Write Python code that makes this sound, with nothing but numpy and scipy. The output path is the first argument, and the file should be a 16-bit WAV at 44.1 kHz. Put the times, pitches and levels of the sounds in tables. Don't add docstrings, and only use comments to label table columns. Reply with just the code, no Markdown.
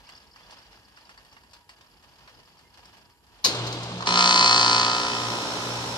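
import sys
import numpy as np
from scipy import signal
from scipy.fft import rfft, irfft, next_fast_len
from scipy.io import wavfile
from scipy.ndimage import uniform_filter1d, map_coordinates

SR = 44100
rng = np.random.default_rng(int(sys.argv[2]) if len(sys.argv) > 2 else 0)


def wrap_up_sound(samples):
    columns = np.atleast_2d(samples).T
    tamed = np.clip(columns, -1, 1)
    steps = np.round(tamed * 32767).astype(np.int16)
    wavfile.write(sys.argv[1], SR, steps)


def attenuation_scalar(level_db):
    decades = np.asarray(level_db, float) / 20
    return 10 ** decades


N = 263277
SHAFT_HZ, KNOCK_S = 59.43, 4.4102
FAN_ON_S, COMPRESSOR_ON_S = 3.44, 4.06


def evened(x):
    return x / np.sqrt(np.mean(x ** 2) + 1e-20)


def since(s):
    return np.maximum(np.arange(N) / SR - s, 0)


def read(points, hz):
    f, value = np.transpose(points)
    return np.interp(np.log(hz + 1), np.log(f + 1), value)


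def curves(rows):
    s, *columns = np.transpose(rows)
    return [np.interp(np.arange(N) / SR, s, c) for c in columns]


def drift(hz):
    return evened(signal.sosfilt(signal.butter(2, hz, fs=SR, output="sos"), rng.standard_normal(N)))


def coloured(x, db_at):
    size = next_fast_len(len(x))
    gain = attenuation_scalar(db_at(np.fft.rfftfreq(size, 1 / SR)))
    return irfft(rfft(x, size) * gain, size)[:len(x)]


def ring(x, modes):
    out = np.zeros(len(x))
    for k, (hz, width_hz, db) in enumerate(modes):
        r, w = np.exp(-np.pi * width_hz / SR), 2 * np.pi * hz / SR
        gain = (-1) ** k * attenuation_scalar(db) * (1 - r) * np.sin(w)
        out += gain * signal.lfilter([1], [1, -2 * r * np.cos(w), r * r], x)
    return out


def add(mix, s, sound):
    part = mix[round(s * SR):][:len(sound)]
    part += sound[:len(part)]


def pair(own, alike_below_hz):
    shared, left, right = rng.standard_normal((3, N))
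    b, a = signal.butter(1, alike_below_hz, fs=SR)
    low = signal.lfilter(b, a, [shared, np.roll(shared, 7)])
    mine = np.array([left, right])
    return low + own * mine + (1 - own) * (mine - signal.lfilter(b, a, mine))


def ports(x, scatter_db):
    t = np.arange(1800) / SR
    taps = rng.standard_normal((2, len(t))) * np.exp(-t / 0.0045) * (rng.random((2, len(t))) < .3)
    taps = signal.sosfilt(signal.butter(2, 2500, "high", fs=SR, output="sos"), taps)
    taps *= attenuation_scalar(scatter_db) / np.linalg.norm(taps, axis=1, keepdims=True)
    taps[0, 0] += 1
    taps[1, 10] += 1
    return signal.oaconvolve(x[None], taps, axes=1)[:, :N]


# start_s, rustle_db
BREEZE_CURVE = [(0, -59.5), (.11, -59), (.3, -65), (.54, -56.5), (.72, -61), (.9, -64), (1.1, -62.5),
                (1.65, -68.5), (1.85, -65), (2.2, -63.5), (2.3, -60.5), (2.7, -66), (2.76, -61.5),
                (2.95, -60.5), (3.19, -71.5), (3.42, -59.5)]


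def breeze():
    calm_db, stir_db, stir_s = -63, -11, 0.035
    level_db, = curves(BREEZE_CURVE)
    stir = sum(attenuation_scalar(db + stir_db) * (since(s) > 0) * np.exp(-since(s) / stir_s) for s, db, *_ in DRY_TICKS)
    rumble = attenuation_scalar(-62.5 + 0.33 * (level_db - calm_db) + 1.4 * drift(6.9))
    return rumble, attenuation_scalar(level_db + 4.0) + stir


# freq_hz, density_db_per_hz
YARD_SPECTRUM = [(18, -45), (30, 1.5), (87, -4.5), (404, -12), (953, -4), (1440, -10), (1690, -10.5),
                 (2310, -12.5), (2920, -6.5), (3680, -14), (4780, -10), (8470, -28), (11300, -25.5),
                 (13900, -28), (15000, -40)]
# pitch_hz, level_db_rms
WHINES_STEADY = [(839.8, -80), (952.8, -74.5), (1658, -77), (1814, -80), (2998, -92), (3386, -83),
                 (4657, -91), (11278, -88)]


def whines(near):
    t, out = np.arange(N) / SR, np.zeros(N)
    for hz, db in WHINES_STEADY:
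        follow = near / attenuation_scalar(-57.5) if 1000 < hz < 5000 else 1
        phase = 2 * np.pi * hz * t + (.5 + hz / 3000) * drift(18)
        out += follow * attenuation_scalar(db + 5.0 + 2.2 * drift(9.4)) * np.sin(phase)
    return out


def yard():
    hiss_db, hiss_above_hz = -75, 6700
    far, near = breeze()
    crackle = attenuation_scalar(1.8 * np.minimum(rng.exponential(1, N), 4)) * (rng.random(N) < 300 / SR)
    crackle = signal.oaconvolve(crackle, np.exp(-np.arange(600) / 48.0))[:N]
    grain = (1 + 0.2 * evened(crackle)) * attenuation_scalar(1.75 * drift(34))
    tones = whines(near)

    def rumble_db(f):
        return read(YARD_SPECTRUM, f) - 60 * (f > 500)

    def rustle_db(f):
        return read(YARD_SPECTRUM, f) - 60 * (f <= 500) - 6.0 * (f > hiss_above_hz)

    def top_db(f):
        return read(YARD_SPECTRUM, f) - 60 * (f <= hiss_above_hz)

    out = []
    for noise in pair(0.54, 2500):
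        rumble = evened(coloured(noise, rumble_db))
        rustle = evened(coloured(noise * grain, rustle_db))
        hiss = evened(coloured(noise, top_db))
        out.append(far * rumble + near * rustle + attenuation_scalar(hiss_db) * hiss + tones)
    return np.array(out)


# freq_hz, width_hz, level_db
PATTER_MODES = [(4500, 440, -1.5), (5060, 480, 1)]


def patter():
    per_s, length_s, spread_db = 27, .007, 3
    gaps_s = rng.uniform(.4, 1.6, round(N / SR * per_s / 2 + 10)) / per_s
    at = np.cumsum(gaps_s * SR).astype(int)
    clicks, t = np.zeros(N), np.arange(1500) / SR
    clicks[at] = attenuation_scalar(spread_db * rng.standard_normal(len(at)))
    bursts = signal.oaconvolve(clicks, t / length_s * np.exp(-(t / length_s) ** 1.5))[:N]
    rung = ring(ring(bursts * rng.standard_normal(N), PATTER_MODES), [(4800, 1800, 0)])
    return attenuation_scalar(-4 - 1.8 * since(0) + curves(BREEZE_CURVE)[0]) * evened(rung)


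# start_s, peak_db, pitch_hz, low_knock_rel_db
DRY_TICKS = [(0.0892, -49, 4800, 4), (0.1605, -53.5, 5300, 2), (0.2262, -58, 4540, -8),
             (0.3593, -56.5, 5570, 9), (0.39, -60, 3140, 1), (0.508, -43.5, 4470, -7),
             (0.729, -60.5, 4060, 8), (0.97, -51, 4370, 5.5), (1.092, -48.5, 4540, 5),
             (1.1744, -51.5, 4600, 5), (1.2476, -54, 4600, 0), (1.3269, -55, 5700, -8),
             (1.3656, -57.5, 3370, 13.5), (1.4344, -58, 4600, 7), (1.508, -56.5, 4600, -20),
             (1.5327, -44, 4320, -20), (1.6909, -44.5, 4590, 0.5), (1.8092, -51, 3400, -5),
             (2.0254, -56, 4400, -1), (2.1829, -55, 4070, -14), (2.2752, -53.5, 4050, 9),
             (2.59, -55, 4540, -1), (2.7397, -54, 4070, -8), (2.7741, -55, 4750, -7),
             (2.8539, -51.5, 5300, -11), (2.9335, -62, 4550, -1), (2.972, -55.5, 4730, -3),
             (3.265, -59, 4570, -1), (3.3428, -78, 4700, -9), (3.3762, -61, 4750, -7)]


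def ticks():
    out, t = np.zeros(N), np.arange(2600) / SR
    shape = (np.exp(-t / .004) + .4 * np.exp(-t / .025)) * np.minimum(t / .002, 1)
    for s, db, hz, low_db in DRY_TICKS:
        high, low = rng.standard_normal((2, len(t)))
        bright = evened(ring(high, [(hz, 900, 0), (5000, 1200, -3.0), (7500, 3000, -18.0)]))
        dull = evened(ring(low, [(970, 210, -0.084), (1740, 460, 0.92), (2830, 100, -0.5)]))
        add(out, s, attenuation_scalar(db - 2.5) * shape * (bright + attenuation_scalar(low_db) * dull))
    return out


# start_s, length_s, from_hz, to_hz, level_db
BIRD_NOTES = [
    (.04, .14, 1900, 3470, -61),
    (.345, .135, 1850, 3480, -61.5),
    (1.0, .09, 4450, 3750, -67),
    (2.63, .07, 2100, 2080, -67),
]


def birds():
    glide_s, glide_bend, waver_hz = .05, 2.2, 35
    out = np.zeros(N)
    for s, length_s, from_hz, to_hz, db in BIRD_NOTES:
        t = np.arange(0, length_s, 1 / SR)
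        glide = np.exp(-(t / glide_s) ** glide_bend)
        hz = to_hz + (from_hz - to_hz) * glide + waver_hz * drift(110)[:len(t)]
        note = np.sin(2 * np.pi * np.cumsum(hz) / SR) * signal.windows.tukey(len(t), .6)
        add(out, s, attenuation_scalar(db) * note)
    return out * attenuation_scalar(3 * drift(60))


# start_s, peak_db, low_body_rel_db, t60_s
PANEL_BLOWS = [(3.4405, -7.5, -24, 0.14), (3.5004, -30, -2, 0.069), (3.5446, -19.5, -5, 0.06),
               (3.6644, -25, -17, 0.071), (3.7242, -25, -18, 0.06), (3.8304, -29, -29, 0.042),
               (3.915, -23, 13, 0.053), (3.9763, -31, -9, 0.055), (4.006, -13.5, 6, 0.022),
               (4.0231, -12, 9, 0.028), (4.058, -15.5, -3, 0.049)]
# freq_hz, density_db_per_hz
CLANK_SPECTRUM = [(150, -34), (330, -17.5), (420, -14.5), (750, -19), (984, -1), (1800, -9), (2400, -18.5),
                  (3200, -18.5), (4200, -7), (5200, -14), (6210, -16.5), (9000, -30), (13800, -30.5),
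                  (15500, -45)]


def blows():
    out, t = np.zeros(N), np.arange(SR // 3) / SR
    for s, db, low_db, t60_s in PANEL_BLOWS:
        rough = evened(uniform_filter1d(rng.standard_normal(len(t)), size=60))
        noise = rng.standard_normal(len(t)) * attenuation_scalar(2.0 * rough)

        def clank_db(f):
            body = np.exp(-(np.log((f + 1) / 950) / 0.69) ** 2)
            return read(CLANK_SPECTRUM, f) + (low_db + 12.5) * body

        decay = attenuation_scalar(-60 * t / max(t60_s, .02)) + attenuation_scalar(-18 - 60 * t / .5)
        shape = decay * np.minimum(t / (.05 * t60_s), 1)
        add(out, s, attenuation_scalar(db - 9) * shape * evened(coloured(noise, clank_db)))
    return out


# start_s, strength_0_1, beat_turns
HUM_BEATS = [
    (3.6, 0, .3),
    (4.24, 1, .985),
    (4.35, 1, 1.015),
    (5.07, .75, 2),
    (5.47, .7, 3),
    (6.1, .5, 4),
]
# start_s, hold_s, level_db, fade_db_per_s
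THIRD_BOOMS = [
    (3.897, .08, -34.5, -4),
    (4.065, .39, -26, -24),
]


def hum():
    boom_edge_s = .05
    t, on = np.arange(N) / SR, since(FAN_ON_S)
    s, share, turns = np.transpose(HUM_BEATS)
    strength = np.interp(t, s, share) * np.minimum(since(COMPRESSOR_ON_S - .05) / 0.26, 1)
    beat = strength * np.exp(-2j * np.pi * np.interp(t, s, turns))
    level = attenuation_scalar(-46 + 21.5 * np.exp(-on / 0.45) + 2 * on) * np.minimum(on / 0.16, 1) ** 2
    mains = level * ((1 - beat) * np.exp(2j * np.pi * 119.9 * t + .1j * drift(1.7))).imag
    third = attenuation_scalar(-42 + 1.5 * drift(2.8))
    for s, hold_s, db, fade_db in THIRD_BOOMS:
        edges_s = np.minimum(t - s, s + hold_s + boom_edge_s - t)
        third = third + attenuation_scalar(db + fade_db * since(s)) * np.clip(edges_s / boom_edge_s, 0, 1)
    return mains + attenuation_scalar(-4.0) * third * np.sin(2 * np.pi * 3 * SHAFT_HZ * t + .5 * drift(1.2))


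# freq_hz, density_db_per_hz
AIR_SPECTRUM = [(30, -25.5), (65, -16.5), (119, -16.5), (167, -18), (364, -10.5), (472, -12), (953, -14.5),
                (1500, -20), (2250, -29), (3150, -23), (4420, -25), (8470, -43), (11600, -44), (14600, -52)]


def fan():
    t = np.arange(N) / SR
    shake_db = 8 * np.exp(-since(FAN_ON_S) / 0.23)
    loaded = np.minimum(since(COMPRESSOR_ON_S) / .1, 1)
    top_rise = np.minimum(since(4.85) / 0.12, 1)
    level_db = -38.5 + shake_db + 1.0 * drift(1)
    bright_db = -4 + .5 * shake_db - 1.5 * loaded
    duck_db = -22 * loaded * np.exp(-since(COMPRESSOR_ON_S + 0.37) / 0.52)
    buffet_db = -53.5 + duck_db + 0.83 * drift(4)
    top_db = -74 + 0.5 * shake_db + 12.5 * top_rise
    gust = attenuation_scalar(0.37 * drift(33))
    throb = 1 + 0.092 * np.cos(2 * np.pi * SHAFT_HZ * (t - KNOCK_S - .004))
    gains = attenuation_scalar(buffet_db), attenuation_scalar(level_db), attenuation_scalar(level_db + bright_db + 1.0) * throb, attenuation_scalar(top_db + 10.5)
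    edges_hz = (0, 100, 2000, 9300, SR)
    air = np.zeros((2, N))
    for port, noise in zip(air, pair(0.12, 2330)):
        for gain, lo, hi in zip(gains, edges_hz, edges_hz[1:]):
            band = coloured(noise * gust, lambda f: read(AIR_SPECTRUM, f) - 70 * ((f < lo) | (f >= hi)))
            port += gain * evened(band)
    return (air + hum()) * np.clip(since(FAN_ON_S + 0.003) / 0.017, 0, 1)


def knocks(turns, orders, gains, spread, lag, chirp):
    size, count = 4096, 20
    climb, climb_steps = .015, 2
    common, left, right = rng.standard_normal((3, 1, len(orders)))
    swing_db, slip = rng.standard_normal((2, count, len(orders)))
    at, moment = turns % 1 * size, np.linspace(0, count - 1, len(turns))
    centre = np.average(orders, weights=gains ** 2)
    stretch = 1 + climb * np.exp(-np.arange(count) / climb_steps)
    gains = np.array([np.interp(orders * c, orders, gains) for c in stretch])
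    scatter = (spread + .04 * abs(orders - centre)) * common + .22 * slip
    out = []
    for own, late in ((left, 0), (right, lag * SHAFT_HZ / SR)):
        lines = np.zeros((count, size // 2 + 1), complex)
        phase = scatter + chirp * (orders - centre) ** 2 + 0.3 * own - 2 * np.pi * orders * late
        lines[:, orders] = gains * attenuation_scalar(1.77 * swing_db) * np.exp(1j * phase)
        cycle = irfft(lines, size)
        out.append(map_coordinates(np.c_[cycle, cycle[:, :1]], [moment, at], order=1))
    return evened(np.array(out))


def rattle(turns, noise, modes):
    burst = .2 + np.exp(2.5 * (np.cos(2 * np.pi * (turns - .04)) - 1))
    broad = [(f, max(w, 260), d) for f, w, d in modes]
    return evened(np.array([ring(c * burst, broad) for c in noise]))


def mode_gains(orders, modes):
    power = 0
    for f, w, d in modes:
        power = power + attenuation_scalar(2 * d) / (1 + (2 * (orders * SHAFT_HZ - f) / w) ** 2) ** 1.38
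    return np.sqrt(power)


# shaft_multiple, level_db
CASING_ORDERS = [(4, -13.5), (5, -14), (6, -15.5), (7, -13), (8, -17), (9, -12), (10, -15.5), (11, -19),
                 (12, -8.5), (13, -9.5), (14, -26), (15, -8.5), (16, -2.5), (17, 1.5), (18, -1.5),
                 (19, -16), (20, -7.5), (21, 1), (22, -11), (23, -2.5), (24, -13), (25, -11.5), (26, -14),
                 (27, -31), (28, -50), (29, -11), (30, -27), (31, -12), (32, -16.5)]
# start_s, level_db
KNOCK_CURVE = [
    (4.06, -3),
    (4.11, -5.5),
    (4.2, 1),
    (4.5, 1),
    (4.78, -1),
    (4.95, -6.5),
    (5.15, -11.5),
    (5.45, -18.5),
    (5.97, -24.5),
]
# freq_hz, width_hz, level_db
CABINET_MODES = [(740, 150, -15), (1010, 220, -11), (1240, 250, 0), (1780, 840, -6)]
PIPE_MODES = [(2080, 310, -10), (2380, 28, -5.5), (2547, 32, 2), (3050, 140, -4), (3170, 67, -19),
              (3450, 250, -7.5), (3850, 140, -6.5)]
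SHELL_MODES = [(4267, 133, -4.5), (4277, 45, -2.5), (4590, 77, -5), (4754, 35, -2.5), (5046, 53, -7.5),
               (5400, 290, -15), (5850, 640, -14.5), (7390, 330, -22), (8450, 320, -28),
               (10020, 200, -35.5), (10570, 200, -30)]
# full_db, knock_share, sag_db_per_s
PART_LEVELS = [
    (-21, 0.82, -0.5),
    (-30, 0.66, -2.5),
    (-24, 1.39, -1.5),
    (-33.5, 0.085, -2),
]
# freq_hz, density_db_per_hz
GAS_SPECTRUM = [(290, -15), (500, -17.5), (631, -9), (992, -0.5), (1110, -39), (1220, -4.5), (2120, -15.5),
                (4250, -8), (4690, -13.5), (5430, -6.5), (6440, -13.5), (7460, -16.5), (9300, -23),
                (12100, -72), (20500, -120)]
# freq_hz, width_hz, level_db
VALVE_MODES = [(5450, 160, 6), (5050, 300, -22)]


def compressor():
    first = 4 * SR
    t = np.arange(first, N) / SR
    run_up = .05 * np.exp(-(t - 4.07) / .06)
    turns = SHAFT_HZ * (t - KNOCK_S) + run_up
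    knock_db = curves(KNOCK_CURVE)[0]
    *levels, gas = [attenuation_scalar(db + share * knock_db + sag_db * since(COMPRESSOR_ON_S))[first:]
                    for db, share, sag_db in PART_LEVELS]
    k, db = np.transpose(CASING_ORDERS)
    k, low = np.round(k).astype(int), np.round(k) < 11
    casing = knocks(turns, k[low], attenuation_scalar(db[low]), 2.54, 8.1, 0)
    out = attenuation_scalar(-36.0) * (levels[0] / levels[0].max()) ** 0.26 * casing
    noise = np.array(pair(0.15, 1900))[:, first:]
    # modes, first and end order, boost_db, rattle share, late_turns, spread_rad, lag_samples, chirp_rad
    bodies = [(CABINET_MODES, 11, 33, -.7, .15, 0, .2, 4.5, -.035),
              (PIPE_MODES, 33, 67, 5.0, .28, .06, .35, 10.5, .005),
              (SHELL_MODES, 67, 182, 4.0, .28, .08, .25, 10.0, .006)]
    for level, (modes, start, end, boost_db, rough, late, spread, lag, chirp) in zip(levels, bodies):
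        orders = np.arange(start, end)
        gains = attenuation_scalar(db[~low]) if modes is CABINET_MODES else mode_gains(orders, modes)
        clean = knocks(turns - late, orders, gains, spread, lag, chirp)
        body = evened(clean + rough * rattle(turns - late, noise, modes))
        out += level * attenuation_scalar(boost_db + 0.5 * drift(37)[first:]) * body
    throb = 1 + 0.1 * np.cos(2 * np.pi * (turns - .1))
    flow = noise[:, ::-1]
    hiss = evened(np.array([coloured(c, lambda f: read(GAS_SPECTRUM, f)) for c in flow]))
    whistle = evened(np.array([ring(c, VALVE_MODES) for c in flow]))
    out += attenuation_scalar(4.0) * gas * throb * hiss
    out += attenuation_scalar(-49 + 3.9 * drift(14)[first:]) * throb * whistle
    out = signal.sosfilt(signal.butter(7, 10900, fs=SR, output="sos"), out)
    onset = np.clip((t - KNOCK_CURVE[0][0] - .008) / 0.0027, 0, 1)
    return np.pad(out * onset, ((0, 0), (first, 0)))


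def scene():
    small, clatter = ports(ticks() + patter(), -3.5), ports(blows(), 3.4)
    return yard() + small + birds() + fan() + clatter + compressor()


def roll_off(x):
    return signal.sosfilt(signal.butter(12, 15610, fs=SR, output="sos"), x)


# freq_hz, left_minus_right_db
PORT_BALANCE = [(60, -2), (110, 2), (200, -1.5), (380, 0.5), (700, -0.5), (1290, -2), (2380, -4.5),
                (4400, 4), (8120, -6), (15000, 4)]


def record(dry):
    tilted = np.array([coloured(c, lambda f: side * read(PORT_BALANCE, f) / 2 - 35.0 * (f < 42))
                       for c, side in zip(dry, (1, -1))])
    tilted = .85 * np.tanh(tilted / .85)
    hz, _, z = signal.stft(tilted, SR, nperseg=2048)
    power = uniform_filter1d(abs(z) ** 2, size=3, axis=2)
    bands = power[:, :1024].reshape(2, 128, 8, -1).mean(2).repeat(8, axis=1)
    whim = evened(uniform_filter1d(rng.standard_normal((128, z.shape[2])), size=3)).repeat(8, axis=0)
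    band_hz = hz[:1024, None]
    margin_db = 23.3 + 4.5 * whim - 5 * (band_hz > 12400)
    weak = bands < power[:, :420].mean(1, keepdims=True) / attenuation_scalar(2 * margin_db)
    z[:, :1024][weak & (band_hz > 9000)] = 0
    z[:, hz > 14650] = 0
    mix = signal.istft(z, SR, nperseg=2048)[1][:, :N]
    return roll_off(mix)


dry = scene()
out = record(dry)
wrap_up_sound(out)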